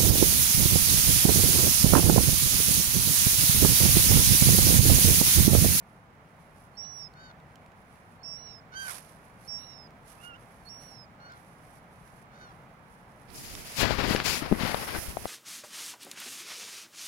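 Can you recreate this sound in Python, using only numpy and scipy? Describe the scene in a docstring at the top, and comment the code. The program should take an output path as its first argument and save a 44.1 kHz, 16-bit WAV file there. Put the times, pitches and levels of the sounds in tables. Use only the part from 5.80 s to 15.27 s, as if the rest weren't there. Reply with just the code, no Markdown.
"""Otter calling on a calm rocky shore

Off to the right an otter gives long thin whistles (gliding tones that break into a husk) and low yelps
(harmonics on an arched pitch), with a weak echo. Behind it: far water and sleeve swishes, both coloured
noise, and small water ticks. Near the end the hand-held camera is handled: banded noise for cloth rubbing
its two microphone ports, damped sines with cracks for two zip or clasp ticks and then finger bumps."""
import sys
import numpy as np
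from scipy import signal
from scipy.fft import rfft, irfft
from scipy.io import wavfile

SR = 44100
rng = np.random.default_rng(int(sys.argv[2]) if len(sys.argv) > 2 else 0)


def master_out(mix):
    """Clip the mix to full scale and print it as 16-bit PCM to the path in sys.argv[1]."""
    frames = np.transpose(np.atleast_2d(mix))
    ceiling = np.clip(frames, -1, 1)
    pcm = np.round(ceiling * 32767).astype(np.int16)
    wavfile.write(sys.argv[1], SR, pcm)


N = 417614
T = np.arange(N) / SR
HZ = np.maximum(np.arange(N // 2 + 1) * SR / N, 1)


def undb(db):
    """Decibels to gain."""
    return 10 ** (np.asarray(db) / 20)


def unit(x):
    """Scale to rms 1."""
    return x / np.sqrt(np.mean(x ** 2) + 1e-20)


def colour(points):
    """Gain at every frequency from (Hz, dB) points, straight over log frequency."""
    hz, db = np.transpose(points)
    return undb(np.interp(np.log(HZ), np.log(hz), db))


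def filtered(x, gain):
    """Apply a gain per frequency."""
    return irfft(rfft(x) * gain, N)


def noise(gain):
    """Coloured noise of rms 1."""
    return unit(filtered(rng.standard_normal(N), gain))


def walk(rate_hz):
    """Smooth random signal of rms 1 that changes about rate_hz times a second."""
    return noise(1 / (1 + (HZ / rate_hz) ** 4))


def curves(rows):
    """The columns of a table, joined by straight lines in time."""
    s, *columns = np.transpose(rows)
    return [np.interp(T, s, c) for c in columns]


def gate(t, start, end, fade):
    """1 between start and end, with soft edges."""
    inside = np.minimum(t - start, end - t)
    return np.sin(np.pi / 2 * np.clip(inside / fade + .5, 0, 1)) ** 2


def edge(t, width):
    """A smooth step from 0 to 1 at t = 0."""
    return .5 + .5 * np.tanh(t / (2 * width))


def swell(start, length, attack, release):
    """Attack, hold and release of one movement."""
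    return edge(T - start, attack) * edge(start + length - T, release)


def cycle(hz):
    """Phase of a vibration in radians."""
    return 2 * np.pi * np.cumsum(hz) / SR


def place(x, pan_db):
    """Share a sound between the ports, pan being left minus right; the louder one gets it in full."""
    return x * undb(np.minimum([[pan_db], [-pan_db]], 0))


# Far water common to both ports. Each row: frequency in Hz, relative density in dB per Hz.
SHORE_MID = [(15, -31), (25, -10.5), (49, -4.5), (86, -3), (156, 1.5), (349, -11.5), (762, -7), (1450, -16),
             (2300, -19), (2630, -25.5), (3830, -33.5), (6380, -39), (10600, -47), (12200, -46),
             (15500, -43)]
# Far water that differs between the ports. Each row: frequency in Hz, relative density in dB per Hz.
SHORE_SIDE = [(15, -35), (25, -16), (129, -12.5), (227, -11.5), (305, -16), (445, -15), (782, -11),
              (1240, -6.5), (1490, -9), (2360, -18), (3260, -25), (5580, -32.5), (15500, -41)]
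# Tilt between the ports. Each row: frequency in Hz, left minus right in dB.
SHORE_BALANCE = [(60, 6), (200, 2), (400, 0.5), (700, -4), (2400, -6), (4400, 0.5), (15000, 3.5)]


def shore(mid_db=-54, side_db=-60.5, swell_db=.5, early_db=-2, grow_s=1.75):
    """Murmur of far water that grows a little at first; its bass reaches both ports nearly alike."""
    mid = undb(mid_db) * noise(colour(SHORE_MID)) * undb(swell_db * walk(2.9))
    side = undb(side_db) * noise(colour(SHORE_SIDE))
    lean = np.sqrt(colour(SHORE_BALANCE))
    growth = undb(early_db * np.exp(-T / grow_s))
    return growth * np.array([filtered(mid + side, lean), filtered(mid - side, 1 / lean)])


# Sleeve spectrum. Each row: frequency in Hz, relative density in dB per Hz.
SLEEVE_COLOUR = [(300, -9), (900, 4), (2300, 0), (3800, -4), (5800, -0.5), (7500, -5.5), (9500, 3),
                 (10700, 5.5), (12000, -2.5), (15500, -17)]
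# Sleeve swishes. Each row: start in seconds, length in seconds, level in dB before grain and unevenness.
SWISHES = [(0.0, .15, -69.5), (0.594, 0.47, -68), (1.122, 0.07, -57), (1.99, 0.36, -70),
           (2.45, 0.19, -67.5), (3.002, 0.21, -41.5), (3.237, 0.053, -46), (3.35, .62, -65),
           (4.27, 0.082, -49), (4.363, .14, -59.5), (4.574, .42, -66), (5.028, 0.078, -52),
           (5.54, 0.3, -66), (5.776, 0.23, -63), (6.037, 0.41, -67), (6.58, 0.22, -68.5),
           (7.047, 0.69, -69)]


def sleeve(attack_s=0.027, release_s=0.028, rest_db=-75, grain_db=2.0, uneven_db=2.9, pan_db=-12):
    """Smooth cloth swishes close to the right port and never lies quite still."""
    power = undb(rest_db) ** 2
    for start, length, db in SWISHES:
        power = power + (undb(db) * swell(start, length, attack_s, release_s)) ** 2
    hiss = np.array([noise(colour(SLEEVE_COLOUR)) for _ in range(2)])
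    texture = undb(grain_db * walk(160) + uneven_db * walk(8.5))
    return place(hiss * np.sqrt(power) * texture, pan_db)


# Water ticks among the stones. Each row: start in seconds, level in dB before gain and band-pass, pitch in Hz.
DRIPS = [(0.3526, -62, 2650), (1.3376, -52.5, 4500), (1.601, -58, 3700), (1.757, -46.5, 3100),
         (1.862, -53, 2530), (1.919, -57, 2590), (2.158, -55, 2720), (4.1064, -54, 2490),
         (4.9454, -49, 5530), (5.5213, -49, 5240)]


def drips(gain_db=2, t60_s=0.012, ring=1.0, pan_db=-6):
    """Tiny wet ticks: a splash of noise and a brief ring."""
    out, t = np.zeros(N), T[:SR // 20]
    for s, db, hz in DRIPS:
        start = int(s * SR)
        splash = rng.standard_normal(len(t)) + ring * np.sin(2 * np.pi * hz * t)
        out[start:start + len(t)] += undb(db + gain_db - 60 * t / t60_s) * splash
    band = signal.butter(1, [2500, 8000], "band", fs=SR, output="sos")
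    return place(signal.sosfilt(band, out), pan_db)


# Edges of the rumble, body, scrape and hiss bands.
RUB_EDGES_HZ = [25, 400, 2500, 6000, 15800]


def rub(rumble, body, hiss, points, scrape_db, hiss_share, grain_db, catch_db):
    """Fibres catch and slip: pressure makes rumble, speed makes hiss; the scrape follows body and hiss."""
    tint, out = colour(points), 0
    slips = undb(catch_db * walk(45))
    scrape = undb(scrape_db) * body ** (1 - hiss_share) * hiss ** hiss_share
    for low, high, size in zip(RUB_EDGES_HZ, RUB_EDGES_HZ[1:], (rumble, body, scrape, hiss)):
        band = 1 / np.sqrt((1 + (low / HZ) ** 10) * (1 + (HZ / high) ** 10))
        fibres = rng.standard_normal(N) * slips * undb(grain_db * walk(810))
        out = out + size * unit(filtered(fibres, tint * band))
    return out


# Rubbing spectrum at the right port. Each row: frequency in Hz, relative density in dB per Hz.
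RIGHT_COLOUR = [(25, 8), (150, -4), (400, -3.5), (650, 3), (1000, -5), (2500, 0.5), (3600, -2.5), (5400, 1),
                (6500, -5), (7700, -8), (9500, -2.5), (10700, 1), (13500, -7), (15500, -7.5)]
# Sliding on the right port. Each row: time in seconds, rumble, body and hiss levels in dB.
RIGHT_RUB = [(7.48, -51, -56, -68), (7.56, -52, -52.5, -43.5), (7.78, -45.5, -50, -48),
             (7.97, -60, -47, -44), (8.05, -50, -57, -58), (8.2, -42, -44, -49.5), (8.315, -40, -40, -43),
             (8.345, -45, -43, -38), (8.405, -52, -35.5, -54), (8.425, -45, -45, -50),
             (8.49, -58, -41, -40), (8.58, -51, -46, -39.5), (8.65, -45, -47.5, -51.5),
             (8.83, -46, -46.5, -42), (8.96, -54, -50, -41.5), (9.03, -53, -49, -38),
             (9.11, -53, -48, -42.5), (9.2, -48, -42, -35), (9.36, -51, -50, -44.5),
             (9.46, -52, -48, -44.5)]


def right_cloth():
    """Lighter, unbroken sliding over the right port."""
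    contact = edge(T - RIGHT_RUB[0][0], .004)
    rumble, body, hiss = undb(curves(RIGHT_RUB)) * contact
    return rub(rumble, body, hiss, RIGHT_COLOUR, scrape_db=-4.5, hiss_share=0.1, grain_db=1.5, catch_db=1.0)


# Rubbing spectrum at the left port. Each row: frequency in Hz, relative density in dB per Hz.
LEFT_COLOUR = [(25, 4), (100, 3), (200, 1), (380, -1.5), (1000, -2), (2000, -4.5), (3000, -12.5),
               (3800, -15), (4900, -14.5), (6000, -25), (7000, -26.5), (8200, -34.5), (11500, -33),
               (15500, -35.5)]
# Strokes on the left port. Each row: start in seconds, length in seconds, initial body level in dB,
# fade over the stroke in dB (negative grows), rumble and hiss in dB against the body.
STROKES = [(7.55, 0.083, -60.5, 5, 15, 17.5), (7.63, 0.21, -55.5, 4, 6, 11), (7.85, 0.32, -52, 0, -4, 7.5),
           (7.962, 0.043, -42.5, -5.5, 3.5, 9.5), (7.992, 0.037, -24, 0, -2, -1),
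           (8.018, 0.15, -21, 10.5, -1, -14.5), (8.173, 0.19, -27, 3, 0.5, -14.5),
           (8.275, .08, -36.5, -0.5, 3.5, -0.5), (8.352, 0.08, -32, 2.5, 0, -12.5),
           (8.448, 0.15, -28.5, 7.5, -2.5, 1.5), (8.601, 0.096, -36, -2, -3, -19),
           (8.7, 0.11, -37.5, 5, 6.5, -28), (8.793, 0.13, -30.5, -2, -5.5, -13),
           (8.931, .13, -34, 1.5, -3.5, -15.5), (9.074, 0.074, -31.5, 6.5, -5, -16),
           (9.138, 0.038, -31, -3.5, -1.5, -22), (9.19, 0.13, -52, -8.5, 4, -8),
           (9.31, 0.29, -54.5, -5, 9, -11)]


def left_cloth(attack_s=0.0055, release_s=0.01):
    """Stroke after stroke catches on the left port, fades or grows, and lets go."""
    power = np.zeros((3, N))
    for start, length, db, fade_db, rumble_db, hiss_db in STROKES:
        progress = np.clip((T - start) / length, 0, 1)
        size = swell(start, length, attack_s, release_s) * undb(db - fade_db * progress)
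        power += (undb([[rumble_db], [0], [hiss_db]]) * size) ** 2
    rumble, body, hiss = np.sqrt(power)
    return rub(rumble, body, hiss, LEFT_COLOUR, scrape_db=2.5, hiss_share=0.46, grain_db=0.5, catch_db=1.14)


# Zip or clasp ticks (the first two rows) and finger bumps on the case. Each row: start in seconds,
# swing level in dB before onset and decay, pitch in Hz, ring t60 in seconds,
# initial crack rms as a share of the swing level, left minus right in dB.
CONTACTS = [(7.503, -38, 4480, 0.0058, 0.35, -13), (7.7522, -24, 5570, .004, 0.45, -16),
            (7.987, -22.5, 130, 0.041, .02, -21), (8.031, -5.5, 195, 0.012, 0.059, 30),
            (8.108, -3, 620, 0.0063, 0.15, 47), (8.309, -9, 183, 0.017, 0.046, 14),
            (8.349, -1.5, 363, 0.0078, .04, 22), (8.357, -16, 90, 0.023, .1, 12),
            (8.3618, -20.5, 1960, 0.0028, 1.8, 4), (8.4011, -18, 1110, 0.0098, 1.2, 12),
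            (8.622, -17, 296, 0.028, .05, 22), (8.714, -7.5, 265, 0.017, .02, 25),
            (8.7206, -4, 252, 0.014, .02, 25), (8.7255, 2, 289, 0.0085, 0.019, 16),
            (8.7304, -11.5, 234, 0.043, .04, 14), (8.809, -18, 220, 0.041, .05, 24),
            (8.834, -12, 205, 0.024, .05, 21), (8.851, -14, 200, 0.019, 0.055, 22),
            (8.945, -3.5, 785, 0.0051, 0.078, 28), (9.184, -20, 71, 0.033, .02, 27),
            (9.282, -24.5, 62.7, 0.082, .05, 20), (9.3701, -11.5, 700, 0.012, 0.055, 21),
            (9.4557, -8.5, 690, 0.0056, 0.071, 23)]


def contacts(contact_s=0.0001, crack_s=0.0017, crack_hz=4200):
    """Each contact gives a few damped swings and a crack; high contacts crack brighter."""
    out, t = np.zeros((2, N + SR)), T[:SR // 10]
    for s, db, hz, t60_s, crack_share, pan_db in CONTACTS:
        lowpass = signal.butter(4, max(crack_hz, 2 * hz), fs=SR, output="sos")
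        tick = unit(signal.sosfilt(lowpass, rng.standard_normal(len(t))))
        crack = crack_share * tick * np.exp(-t / crack_s)
        swing = np.sin(2 * np.pi * hz * t) * undb(-60 * t / t60_s) * (1 - np.exp(-t / contact_s))
        start = int(s * SR)
        out[:, start:start + len(t)] += place(undb(db) * (swing + crack), pan_db)
    return out[:, :N]


# Yelps. Each row: start in seconds, length in seconds, pitch top, clear from and clear until in seconds
# after the start, top pitch in Hz, rise and fall in Hz (over arch_s), pitch jump at the rough end as a share,
# fundamental in dB at the top, harmonics 2, 3, 4 and half harmonics in dB against it before dulling,
# left minus right of the fundamental in dB.
YELPS = [(1.35, .17, 0.087, 0.0051, .15, 1525, 85, 116, .01, -49.5, -15, -6.5, -20, -10.5, 5),
         (2.92, .192, 0.087, 0.033, 0.15, 1579, 110.2, 125, .01, -34, -8.5, -9, -10.5, -28, -6.5),
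         (4.378, 0.19, .1, 0.057, 0.17, 1437, 110.7, 160, 0.16, -45.5, 1.5, -31, -24, -38, -8),
         (5.385, .195, .088, 0.024, .105, 1453, 35.4, 80, 0.0104, -50, -15, -6, -16, -33, -0.5),
         (6.51, 0.22, .1, 0.117, 0.186, 1494, 69.8, 125, 0.011, -48, -15, -9.5, -12, -13, -1)]


def yelps(arch_s=.08, ebb_db=5, push_db=3, upper_db=-33, onset_db=-7, dull_db=-3, tired_db=-5, waver_db=2.5,
          jitter=0.006, rough_jitter=0.0255, shimmer_db=2.5, growl_db=-12, high_pan_db=-12):
    """A low, reedy register: clear in the middle, rough where the voice starts and breaks off."""
    out, flutter, tremor, waver = np.zeros((2, N)), walk(330), walk(270), walk(35)
    for (start, length, top_s, clear_from, clear_until, top_hz, rise_hz, fall_hz, jump, db,
         *harmonics_db, halves_db, pan_db) in YELPS:
        i = np.flatnonzero((T > start - .02) & (T < start + length + .02))
        t = T[i] - start
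        # effort arches: pitch and level sink away from the top
        slack = ((t - top_s) / arch_s) ** 2
        rough = 1 - gate(t, clear_from, clear_until, 0.017)
        tired = edge(t - clear_until, 0.0042)

        arch_hz = top_hz - np.where(t < top_s, rise_hz, fall_hz) * slack
        hz = arch_hz * (1 + jump * tired)
        level_db = db - ebb_db * slack + onset_db * rough * (t < top_s) + push_db * tired
        size = gate(t, 0, length, 0.0044) * undb(level_db)
        phase = cycle(hz * (1 + (jitter + rough_jitter * rough) * flutter[i]))

        overtones = sum(undb(h) * np.sin(k * phase) for k, h in enumerate(harmonics_db, 2))
        upper = undb(upper_db) * sum(np.sin(k * phase) for k in range(5, 8))
        # alternating strong and weak cycles add lines between the harmonics
        halves = np.sin(5 * phase / 2) + np.sin(7 * phase / 2) / 3 + np.sin(9 * phase / 2) / 3
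        growl = undb(growl_db) * rough * sum(np.sin((k + .5) * phase) / k for k in range(1, 5))

        # a slack or tired voice is duller
        brightness = undb(dull_db * slack + tired_db * tired + waver_db * waver[i])
        high = (overtones + upper + undb(halves_db) * halves) * brightness + growl
        # the camera body shades the left port from the overtones
        voice = place(np.sin(phase), pan_db) + place(high, high_pan_db)
        out[:, i] += size * voice * undb(shimmer_db * rough * tremor[i])
    return out


LEAD_IN_S = .04


def lead_in(t, from_hz=4200, to_hz=4430, swell_db=23):
    """A thin lower squeak that rises and swells until the whistle takes over at t = 0."""
    u = np.clip(1 + t / LEAD_IN_S, 0, 1)
    hz = from_hz + (to_hz - from_hz) * u
    return np.sin(cycle(hz)) * undb(-swell_db * (1 - u) ** 2) * gate(t, -LEAD_IN_S, 0.0039, .006)


# Whistles. Each row: start in seconds, length in seconds, break in seconds after the start, clear, top and
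# end pitch in Hz, power of the sag, level in dB before scoop and fades, drop at the break in dB, lead-in peak
# in dB, trim of the clear overtones in dB, husk in dB before trim, husk pitch as a share of the whistle's.
WHISTLES = [(0.97, 0.31, 0.062, 5580, 5770, 5070, 3.4, -34.5, 3, -60, -15, -23.5, 0.71),
            (2.431, 0.37, 0.14, 5486, 5710, 5060, 2.25, -34.5, 8.5, -62, -1.5, -17, 0.72),
            (3.675, .4, 0.12, 5520, 5641, 4950, 2, -34, 9, -61, -8, -12.5, 0.71),
            (4.887, 0.367, 0.107, 5610, 5690, 4950, 2.2, -41.5, 3.5, -42, 2, -15, .75),
            (8.97, 0.33, .07, 5500, 5600, 4950, 0.96, -50.5, -2, -72, -12, -20, .7)]


def whistles(scoop_hz=189, scoop_s=0.0157, scoop_db=11, step_s=0.01, fade_db=11, fade_power=9.0,
             half_db=-28, third_db=-30, octave_db=-28, jitter=0.00048, husk_jitter=0.0028, wander=0.0296,
             husk_s=0.22, husk_trim_db=-1.5, sputter_db=3.7, shimmer_db=1.0, waver_db=-1.64, pan_db=-22):
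    """A nearly pure tone with half harmonics; after the break it flutters and lower tones rasp beneath it."""
    out, flutter, tremor = np.zeros(N), walk(130), walk(45)
    chaos, sputter, waver = walk(490), walk(90), walk(4.7)
    for (start, length, break_s, clear_hz, top_hz, end_hz, power, db, drop_db,
         lead_db, overtones_db, husk_db, husk_share) in WHISTLES:
        i = np.flatnonzero((T > start - 2 * LEAD_IN_S) & (T < start + length + LEAD_IN_S))
        t = T[i] - start
        since = t - break_s
        # scoop up to pitch, step up at the break, then sag and fade as the effort runs out
        scoop = np.exp(-np.maximum(t, 0) / scoop_s)
        husky = edge(since, step_s)
        spent = np.clip(since / (length - break_s), 0, 1)
        hz = clear_hz - scoop_hz * scoop + (top_hz - clear_hz) * husky - (top_hz - end_hz) * spent ** power
        loss_db = scoop_db * scoop ** 2 + drop_db * husky + fade_db * spent ** fade_power
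        size = gate(t, 0, length, .005) * undb(db - loss_db + waver_db * waver[i])

        phase = cycle(hz * (1 + (jitter + husk_jitter * husky) * flutter[i]))
        tone = np.sin(phase) * undb(shimmer_db * tremor[i])
        overtones = undb(half_db) * np.sin(phase / 2) + undb(third_db) * np.sin(3 * phase / 2)
        overtones += undb(octave_db) * np.sin(2 * phase)
        clear = (1 - husky) * undb(overtones_db) * overtones

        # two loosely held tones under the whistle, dying away as the effort falls
        loose = cycle(hz * (1 + wander * chaos[i]))
        husk = np.sin(husk_share * loose) + .6 * np.sin(.512 * loose)
        husk *= husky * np.exp(-(since / husk_s) ** 2)
        husk *= undb(husk_db + husk_trim_db + sputter_db * sputter[i])
        out[i] += size * (tone + clear + husk) + undb(lead_db) * lead_in(t)
    return place(out, pan_db)


def spaced(x, port_lag_s=.00041):
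    """The ports lie a hand's length apart, so the calls reach the right one a moment later."""
    return np.array([x[0], np.roll(x[1], round(port_lag_s * SR))])


def rocks(x, wet_db=-27, t60_s=0.45):
    """The shore scatters a weak, short echo: decaying noise tails, one per port."""
    t = T[:SR // 2]
    decay = undb(-60 * t / t60_s)
    tails = [unit(rng.standard_normal(len(t)) * decay) / np.sqrt(len(t)) for _ in range(2)]
    echo = np.array([signal.fftconvolve(x[1], tail)[:N] for tail in tails])
    return x + undb(wet_db) * echo


def scene():
    """The otter and the shore, with the handling of the camera."""
    background = shore() + sleeve()
    handling = np.array([left_cloth(), right_cloth()]) + contacts()
    otter = spaced(whistles() + yelps())
    return background + handling + rocks(otter + drips())


def record(dry):
    """The camera cuts the top with a steep low-pass."""
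    lowpass = signal.ellip(10, .1, 80, 15800, fs=SR, output="sos")  # order, ripple dB, stopband dB, Hz
    return signal.sosfilt(lowpass, dry)


dry = scene()
out = record(dry)
master_out(out)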